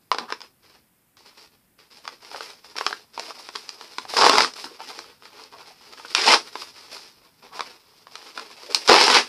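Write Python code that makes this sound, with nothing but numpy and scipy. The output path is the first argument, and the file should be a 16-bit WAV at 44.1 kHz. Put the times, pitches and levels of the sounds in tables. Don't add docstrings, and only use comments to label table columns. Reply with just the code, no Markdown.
import sys
import numpy as np
from scipy import signal
from scipy.fft import rfft, irfft, next_fast_len
from scipy.io import wavfile
from scipy.ndimage import map_coordinates

SR = 44100
rng = np.random.default_rng(int(sys.argv[2]) if len(sys.argv) > 2 else 0)


def store_wav(level_fs):
    pcm = np.round(np.clip(np.atleast_2d(level_fs), -1, 1) * 32767)
    wavfile.write(sys.argv[1], SR, pcm.T.astype(np.int16))


N = 409248
TOP_HZ = 14800


def amp(db):
    return 10 ** (np.asarray(db) / 20)


def unit(x):
    return x / np.sqrt(np.mean(x ** 2) + 1e-20)


def along(points, hz):
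    point_hz, value = np.transpose(points)
    return np.interp(np.log(hz + 1), np.log(point_hz), value)


def wobble(knots_per_s):
    knots = rng.standard_normal(int(N * knots_per_s / SR) + 4)
    return map_coordinates(knots, [np.arange(N) * knots_per_s / SR])


def filtered(x, response):
    size = next_fast_len(N + SR // 2)
    hz = np.fft.rfftfreq(size, 1 / SR)
    return irfft(rfft(x, size) * response(hz), size)[:N]


# freq_hz, density_db_per_hz
HISS_COLOUR = [(25, 11.5), (60, 13), (130, 12.5), (250, 12), (450, 1.5), (1000, -1), (2500, -3.5),
               (4500, -11.5), (6300, -10.5), (9000, -4.5), (14500, -2)]


def hiss():
    white = rng.standard_normal(N)
    noise = unit(filtered(white, lambda hz: amp(along(HISS_COLOUR, hz)) * (hz < TOP_HZ)))
    rumble = filtered(noise, lambda hz: 1 / (1 + (hz / 300) ** 4))
    waver = amp(2.3 * wobble(knots_per_s=5.1)) - 1
    return amp(-64) * (noise + rumble * waver)


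# freq_hz, density_db_per_hz
PAPER_COLOUR = [(60, -45), (140, -26.5), (250, -8), (600, -6.5), (1300, -1), (1800, -9), (3400, -8.5),
                (5400, -10), (6500, -20), (10000, -25.5), (12500, -36), (15000, -49)]
# freq_hz, width_hz, gain_db
RESONANCES = [(436, 150, 8.5), (713, 73, -5), (896, 380, 6.5), (2390, 980, 5), (4960, 1300, 6)]
# low_hz, high_hz
RANGES = [(40, 1600), (1600, 4000), (4000, 16000)]


def paper_clicks(low_db, air_db, size=4096):
    hz = np.fft.rfftfreq(size, 1 / SR) + 1
    bumps_db = sum(db / (1 + (2 * (hz - f) / width) ** 2) for f, width, db in RESONANCES)
    low_shelf_db = low_db / (1 + (hz / 650) ** 6)
    air_shelf_db = air_db / (1 + (11000 / hz) ** 8)
    colour = amp(along(PAPER_COLOUR, hz) + bumps_db + low_shelf_db + air_shelf_db)
    clicks = []
    for low_hz, high_hz in RANGES:
        gain = colour / np.sqrt((1 + (low_hz / hz) ** 10) * (1 + (hz / high_hz) ** 10))
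        cepstrum = irfft(np.log(gain + 1e-6))
        cepstrum[1:size // 2] *= 2
        cepstrum[size // 2 + 1:] = 0
        clicks.append(irfft(np.exp(rfft(cepstrum)))[:size // 2])
    return clicks


def crackle(clicks, buckles_per_s, size_db, colour_db, clump_db, rubs):
    count = int(buckles_per_s * N / SR)
    when = rng.integers(0, N, count)
    buckle_db = size_db * np.clip(rng.standard_normal(count), -2, 2)
    common_clumps = np.clip(wobble(knots_per_s=130), -2, 2)
    layers = []
    for click, rub in zip(clicks, rubs):
        mix_db = colour_db * rng.uniform(-1, 1, count)
        push = amp(buckle_db + mix_db) * rng.choice([-1, 1], count)
        drive = unit(np.bincount(when, push, N)) + rub * rng.standard_normal(N)
        own_clumps = np.clip(wobble(knots_per_s=250), -2, 2)
        swell = amp(clump_db * (common_clumps + own_clumps))
        layers.append(unit(signal.fftconvolve(drive * swell, click)[:N]))
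    return np.array(layers)


def pops(pops_per_s, pitch_hz, spread, cycles_per_30db, size_db=4, size=1000):
    count = int(pops_per_s * N / SR)
    when = rng.integers(0, N, (count, 1))
    draw = np.clip(rng.standard_normal((count, 2)), -2, 2)
    facet_hz = pitch_hz * np.exp(spread * draw[:, :1])
    turns = facet_hz * np.arange(size) / SR
    decay = amp(size_db * draw[:, 1:] - 30 * turns / cycles_per_30db)
    rings = decay * (1 - np.exp(-turns)) * np.sin(2 * np.pi * turns)
    samples = (when + np.arange(size)).ravel()
    return unit(np.bincount(samples, rings.ravel(), N)[:N])


def shared(level_db, bright_db, middle_db):
    share = amp([-bright_db / 2, middle_db, bright_db / 2])
    return amp(level_db) * share / np.linalg.norm(share)


def played(rows, layers, attack_s, hold_rise_db, release_db_per_s):
    power = np.zeros((len(layers), N + 2 * SR))
    t = np.arange(SR) / SR
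    for start_s, hold_s, level_db, bright_db, middle_db in rows:
        hold_db = hold_rise_db * (np.minimum(t / hold_s, 1) - .5)
        release_db = -release_db_per_s * np.maximum(t - hold_s, 0)
        grip = np.minimum(t / attack_s, 1) * amp(hold_db + release_db)
        gains = shared(level_db, bright_db, middle_db)
        power[:, round(start_s * SR):][:, :SR] += np.outer(gains, grip) ** 2
    return np.sum(np.sqrt(power[:, :N]) * layers, axis=0)


# start_s, hold_s, level_db, bright_db (crisp over body)
STROKES = [(0.116, 0.11, -38, -15), (0.278, 0.041, -42.5, -0.5), (0.405, 0.027, -47.5, -2.5),
           (0.619, 0.15, -58.5, 0), (0.685, 0.027, -50.5, 0.5), (1.163, 0.28, -55.5, 3.5),
           (1.246, 0.024, -49, 1), (1.365, 0.06, -50, 5), (1.507, 0.063, -62, 0), (1.78, 0.05, -52.5, 0.5),
           (1.897, 0.079, -51.5, 4.5), (2.036, 0.11, -49.5, 0), (2.217, 0.31, -48, 3),
           (2.311, 0.16, -40.5, 5), (2.634, 0.08, -50, 4.5), (2.76, 0.15, -37, 6), (2.959, 0.045, -56.5, 5),
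           (3.126, .6, -49.5, 6), (3.179, 0.12, -43.5, 1.5), (3.553, 0.03, -41, 10),
           (3.794, 0.028, -47.5, 1), (3.9, 0.17, -53.5, 6.5), (4.083, 0.089, -31, 9.5),
           (4.552, 0.092, -38.5, 9.5), (4.682, 0.057, -48.5, -2.5), (4.788, .22, -42.5, 3),
           (5.02, 0.074, -50.5, -1.5), (5.223, 0.054, -48.5, -1), (5.32, 0.12, -49, -3),
           (5.518, 0.056, -45.5, -4.5), (5.646, 0.047, -46.5, 0.5), (5.797, 0.13, -52.5, 2.5),
           (5.914, 0.14, -49, 4), (6.069, 0.17, -43, 8.5), (6.432, 0.65, -51.5, 5.5),
           (6.55, 0.073, -42, 7.5), (6.913, 0.022, -36.5, 7.5), (7.0, 0.067, -56, 13),
           (7.2, 0.089, -60, -6), (7.419, 0.037, -50, -7), (7.52, .12, -43, 2), (7.65, .06, -48, 0),
           (8.104, 0.31, -48.5, 0.5), (8.369, 0.033, -36.5, -5), (8.43, 0.11, -54, 0),
           (8.565, 0.19, -46, 1.5), (8.69, 0.13, -40.5, 4), (8.845, .035, -32, 6.5)]
# time_s, level_db
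HELD = [(0, -70), (1.05, -79.5), (1.7, -79.5), (2.2, -62), (3.08, -63), (3.4, -52), (4.6, -53), (5.18, -66),
        (5.4, -59.5), (6.8, -53), (7.33, -63.5), (8.0, -57.5), (9.28, -44.5)]


def handling():
    clicks = paper_clicks(low_db=4.5, air_db=11.0)
    body, middle, crisp = crackle(clicks, buckles_per_s=1100, size_db=2.5, colour_db=4, clump_db=1.0,
                                  rubs=[.35, .45, .8])
    body = unit(body + .55 * pops(pops_per_s=62, pitch_hz=1060, spread=.26, cycles_per_30db=4.0))
    layers = np.array([body, middle, crisp])
    middle_db = -1
    rows = [(*row, middle_db) for row in STROKES]
    strokes = played(rows, layers, attack_s=0.013, hold_rise_db=0, release_db_per_s=260)
    held_db = np.interp(np.arange(N) / SR, *np.transpose(HELD))
    held = amp(held_db) * (shared(level_db=0.5, bright_db=3, middle_db=-3.0) @ layers)
    pressure_db = 2.8 * wobble(knots_per_s=48)
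    return amp(-2.6 + pressure_db) * (strokes + held)


# freq_hz, t60_s
ROOM_RING = [(200, 0.27), (600, 0.13), (4000, 0.16), (10000, 0.22)]


def room(x, build_s=0.0036, bounce_s=0.012, bounce_gain=0.43, count=5):
    hz, t, z = signal.stft(rng.standard_normal((count, SR // 3)), SR, nperseg=256)
    decay = amp(-60 * t / along(ROOM_RING, hz)[:, None])
    tails = signal.istft(z * decay, SR, nperseg=256)[1]
    tail_t = np.arange(tails.shape[1]) / SR
    tails *= 1 - np.exp(-(tail_t / build_s) ** 2)
    tails /= np.linalg.norm(tails, axis=1, keepdims=True)
    spots = np.array([wobble(knots_per_s=25) for _ in range(count)])
    spots /= np.linalg.norm(spots, axis=0)
    bounce = np.pad(x, (round(bounce_s * SR), 0))[:N]
    ring = signal.fftconvolve(x * spots, tails, axes=1).sum(axis=0)[:N]
    return bounce_gain * bounce + ring


# start_s, ring_hz, level_db, bright_db (crisp over body)
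SNAPS = [(0.1159, 1040, -10.5, -13), (0.1253, 1370, -28, 2.5), (0.1461, 810, -24, -9),
         (0.1846, 1030, -20, -2), (0.3034, 1200, -30.5, -8), (0.3236, 1050, -19.5, -6.5),
         (0.4054, 960, -37.5, 2), (0.4165, 880, -33, 8.5), (1.1693, 1070, -49.5, 6), (1.7893, 1100, -51, 1),
         (2.0532, 1130, -36.5, -5), (2.0774, 1170, -25, -3.5), (1.9714, 890, -45.5, 5),
         (2.2482, 930, -39, 5), (2.3149, 820, -36, -8.5), (2.3459, 800, -28.5, -23),
         (2.3603, 1240, -32, -5), (2.4072, 1190, -27, -11), (2.6456, 880, -43.5, -3),
         (2.7559, 920, -35, -20), (2.7656, 1320, -28.5, 4), (2.7805, 1190, -31, 9),
         (2.7847, 1120, -21.5, 3.5), (2.8106, 1060, -19.5, -20), (2.8649, 1140, -13.5, -1.5),
         (2.9085, 750, -29.5, -10.5), (2.9275, 1600, -22, -15.5), (3.1774, 930, -24.5, -16),
         (3.1958, 720, -23.5, 2), (3.3067, 1120, -31.5, -23), (3.4888, 1010, -30.5, -3),
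         (3.5534, 1070, -30, -6.5), (3.5579, 975, -23.5, 4.5), (3.6917, 930, -26, 13.5),
         (3.811, 915, -33.5, -3.5), (3.9838, 1030, -21, -4.5), (4.0521, 790, -33, -14),
         (4.1377, 760, -22, -13), (4.168, 1110, -16.5, -6.5), (4.2121, 880, -12, -4),
         (4.2215, 890, -12, -9), (4.2351, 855, -12, -15), (4.2412, 880, -10, -18),
         (4.2503, 1080, -12.5, -18), (4.2649, 890, -6, -16), (4.2957, 1050, -5, -8.5),
         (4.338, 1090, -15, -16), (4.3547, 990, -14.5, -9.5), (4.3827, 900, -6.5, -4),
         (4.4053, 1330, -10, -3.5), (4.4463, 1190, -17.5, -6), (4.5371, 500, -34, 12),
         (4.565, 1340, -38, -8), (4.6424, 850, -29, -1), (4.804, 1010, -33.5, -15),
         (4.9022, 770, -32.5, -6), (4.9902, 1070, -29.5, 1.5), (5.223, 1206, -43.5, -9.5),
         (5.2547, 1350, -39.5, -1), (5.3971, 900, -44, -7), (5.4376, 1070, -39, 29),
         (5.9345, 1270, -39, -6), (5.998, 920, -38, -19), (6.049, 1410, -32, -19.5),
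         (6.0827, 1330, -38.5, 19), (6.1496, 2700, -9.5, 10), (6.269, 1030, -17, 2), (6.3228, 640, -13, 12),
         (6.3374, 1110, -8, -4), (6.3427, 1300, -11, -0.5), (6.5551, 1010, -24, -14.5),
         (6.6201, 1180, -30, -5), (6.9669, 1150, -35, 5), (7.5939, 940, -24, -13),
         (7.6067, 1050, -20.5, -6.5), (8.0696, 1060, -38.5, -12), (8.1549, 1260, -30, 3.5),
         (8.3759, 1390, -26, -8.5), (8.3955, 1060, -29.5, -0.5), (8.7227, 570, -32.5, 10),
         (8.7468, 950, -8, 17.5), (8.7559, 810, -25.5, 26), (8.8773, 1320, -16.5, 12),
         (8.8959, 790, -3.5, -10.5), (8.9158, 690, -9.5, -14), (8.9307, 880, -10.5, -2),
         (8.9412, 990, -7.5, -8), (8.9622, 1050, -12.5, 2), (9.0125, 1230, -9.5, 2.5),
         (9.0802, 990, -10.5, -5), (9.1007, 1050, -12, -1), (9.1667, 990, -10, -13.5)]


def snaps(t60_s=.0125, attack_s=0.00027, crack=3.9, ring_t60_s=0.022, ring=.9,
          middle_db=-0.94, middle_db_per_octave=4, size=900):
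    out, t = np.zeros(N + SR), np.arange(size) / SR
    head = SR // 250
    clicks = paper_clicks(low_db=-2, air_db=-11)
    rise = 1 - np.exp(-t / attack_s)
    for start_s, ring_hz, level_db, bright_db in SNAPS:
        avalanche = rng.standard_normal(size) * amp(-60 * t / t60_s) * rise
        avalanche[0] += crack
        parts = np.array([signal.fftconvolve(avalanche, click) for click in clicks])
        facet = np.sin(2 * np.pi * ring_hz * t) * amp(-60 * t / ring_t60_s) * rise
        parts[0, :size] += ring * facet * np.std(parts[0, :head]) / np.std(facet[:head])
        hard_db = middle_db + middle_db_per_octave * np.log2(ring_hz / 1050)
        gains = shared(level_db, bright_db, hard_db) / np.std(parts[:, :head], axis=1)
        snap = gains @ parts
        out[round(start_s * SR):][:len(snap)] += snap
    return out[:N]


# start_s, nominal_length_s (hum spans 1.5 times this), pitch_hz, level_db
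FLEXES = [(0.191, 0.037, 430, -41), (0.208, 0.03, 288, -42), (0.277, 0.04, 1280, -40),
          (2.335, 0.03, 583, -38.5), (4.092, 0.011, 1080, -39), (4.586, 0.01, 825, -40),
          (4.637, 0.035, 312, -43), (4.664, 0.01, 1110, -38.5), (4.709, 0.022, 430, -45),
          (4.789, 0.035, 910, -40), (4.898, 0.018, 830, -40.5), (4.978, 0.025, 430, -43.5),
          (5.529, 0.035, 950, -44.5), (6.175, 0.08, 421, -36), (6.318, 0.029, 437, -26),
          (7.512, 0.099, 970, -43), (8.684, 0.045, 470, -38.5), (8.885, 0.085, 438, -15)]


def flexes(width=0.43):
    out = np.zeros(N + SR)
    edge = 1 + width / 2
    for start_s, nominal_length_s, pitch_hz, level_db in FLEXES:
        size = int(1.5 * nominal_length_s * SR)
        panel = signal.butter(2, [pitch_hz / edge, pitch_hz * edge], "bandpass", fs=SR, output="sos")
        hum = signal.sosfilt(panel, rng.standard_normal(2 * size))[size:]
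        stroke = np.sin(np.pi * np.linspace(0, 1, size) ** 0.45) ** 2
        out[round(start_s * SR):][:size] += amp(level_db) * unit(hum * stroke)
    return out[:N]


# start_s, hold_s, level_db, bright_db (crisp over body), middle_db
PULLS = [(4.158, .12, -14.5, -3.5, -6.5), (4.285, 0.13, -17.5, -3.5, -3.5), (4.41, .045, -28, 5, 0),
         (6.146, 0.13, -22, 4.5, 2), (6.254, 0.082, -12, -1, -0.5), (8.875, .09, -12.5, -5, 0),
         (8.96, 0.043, -17.5, 3.5, 1), (8.99, 0.045, -13.5, 2, -1), (9.04, 0.11, -15, -0.5, -1),
         (9.125, 0.051, -11.5, 0, 2)]


def ripping():
    clicks = paper_clicks(low_db=-0.5, air_db=-6)
    body, middle, crisp = crackle(clicks, buckles_per_s=1300, size_db=3.0, colour_db=6.5, clump_db=2.0,
                                  rubs=[.2, .4, .7])
    body = unit(body + 0.63 * pops(pops_per_s=170, pitch_hz=1013, spread=.2, cycles_per_30db=6.1))
    layers = np.array([body, middle, crisp])
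    pulls = played(PULLS, layers, attack_s=.016, hold_rise_db=1, release_db_per_s=486)
    return amp(-2.2) * pulls


# start_s, peak_db
PUFFS = [(4.293, -38), (4.392, -43.5), (8.888, -37.5)]


def puffs(pitch_hz=55, attack_s=0.0036, decay_s=0.0091, size=4096):
    out, t = np.zeros(N + SR), np.arange(size) / SR
    push = np.sin(2 * np.pi * pitch_hz * t) * (1 - np.exp(-t / attack_s)) * np.exp(-t / decay_s)
    push /= np.abs(push).max()
    for start_s, peak_db in PUFFS:
        out[round(start_s * SR):][:size] += amp(peak_db) * push
    return out[:N]


def scene():
    rustle = handling() + amp(-5.5) * flexes()
    rips = ripping()
    cracks = amp(-1.5) * snaps()
    walls = room(amp(-4.5) * rustle + amp(-2.5) * rips + amp(-8) * cracks)
    mono = rustle + rips + cracks + walls + puffs() + hiss()
    return np.array([mono, mono])


def record(dry):
    low_cut_hz = 90

    def response(hz):
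        return hz / np.hypot(hz, low_cut_hz) * (hz < TOP_HZ)

    clipped = np.clip(dry, -1, 1)
    return np.array([filtered(channel, response) for channel in clipped])


dry = scene()
out = record(dry)
store_wav(out)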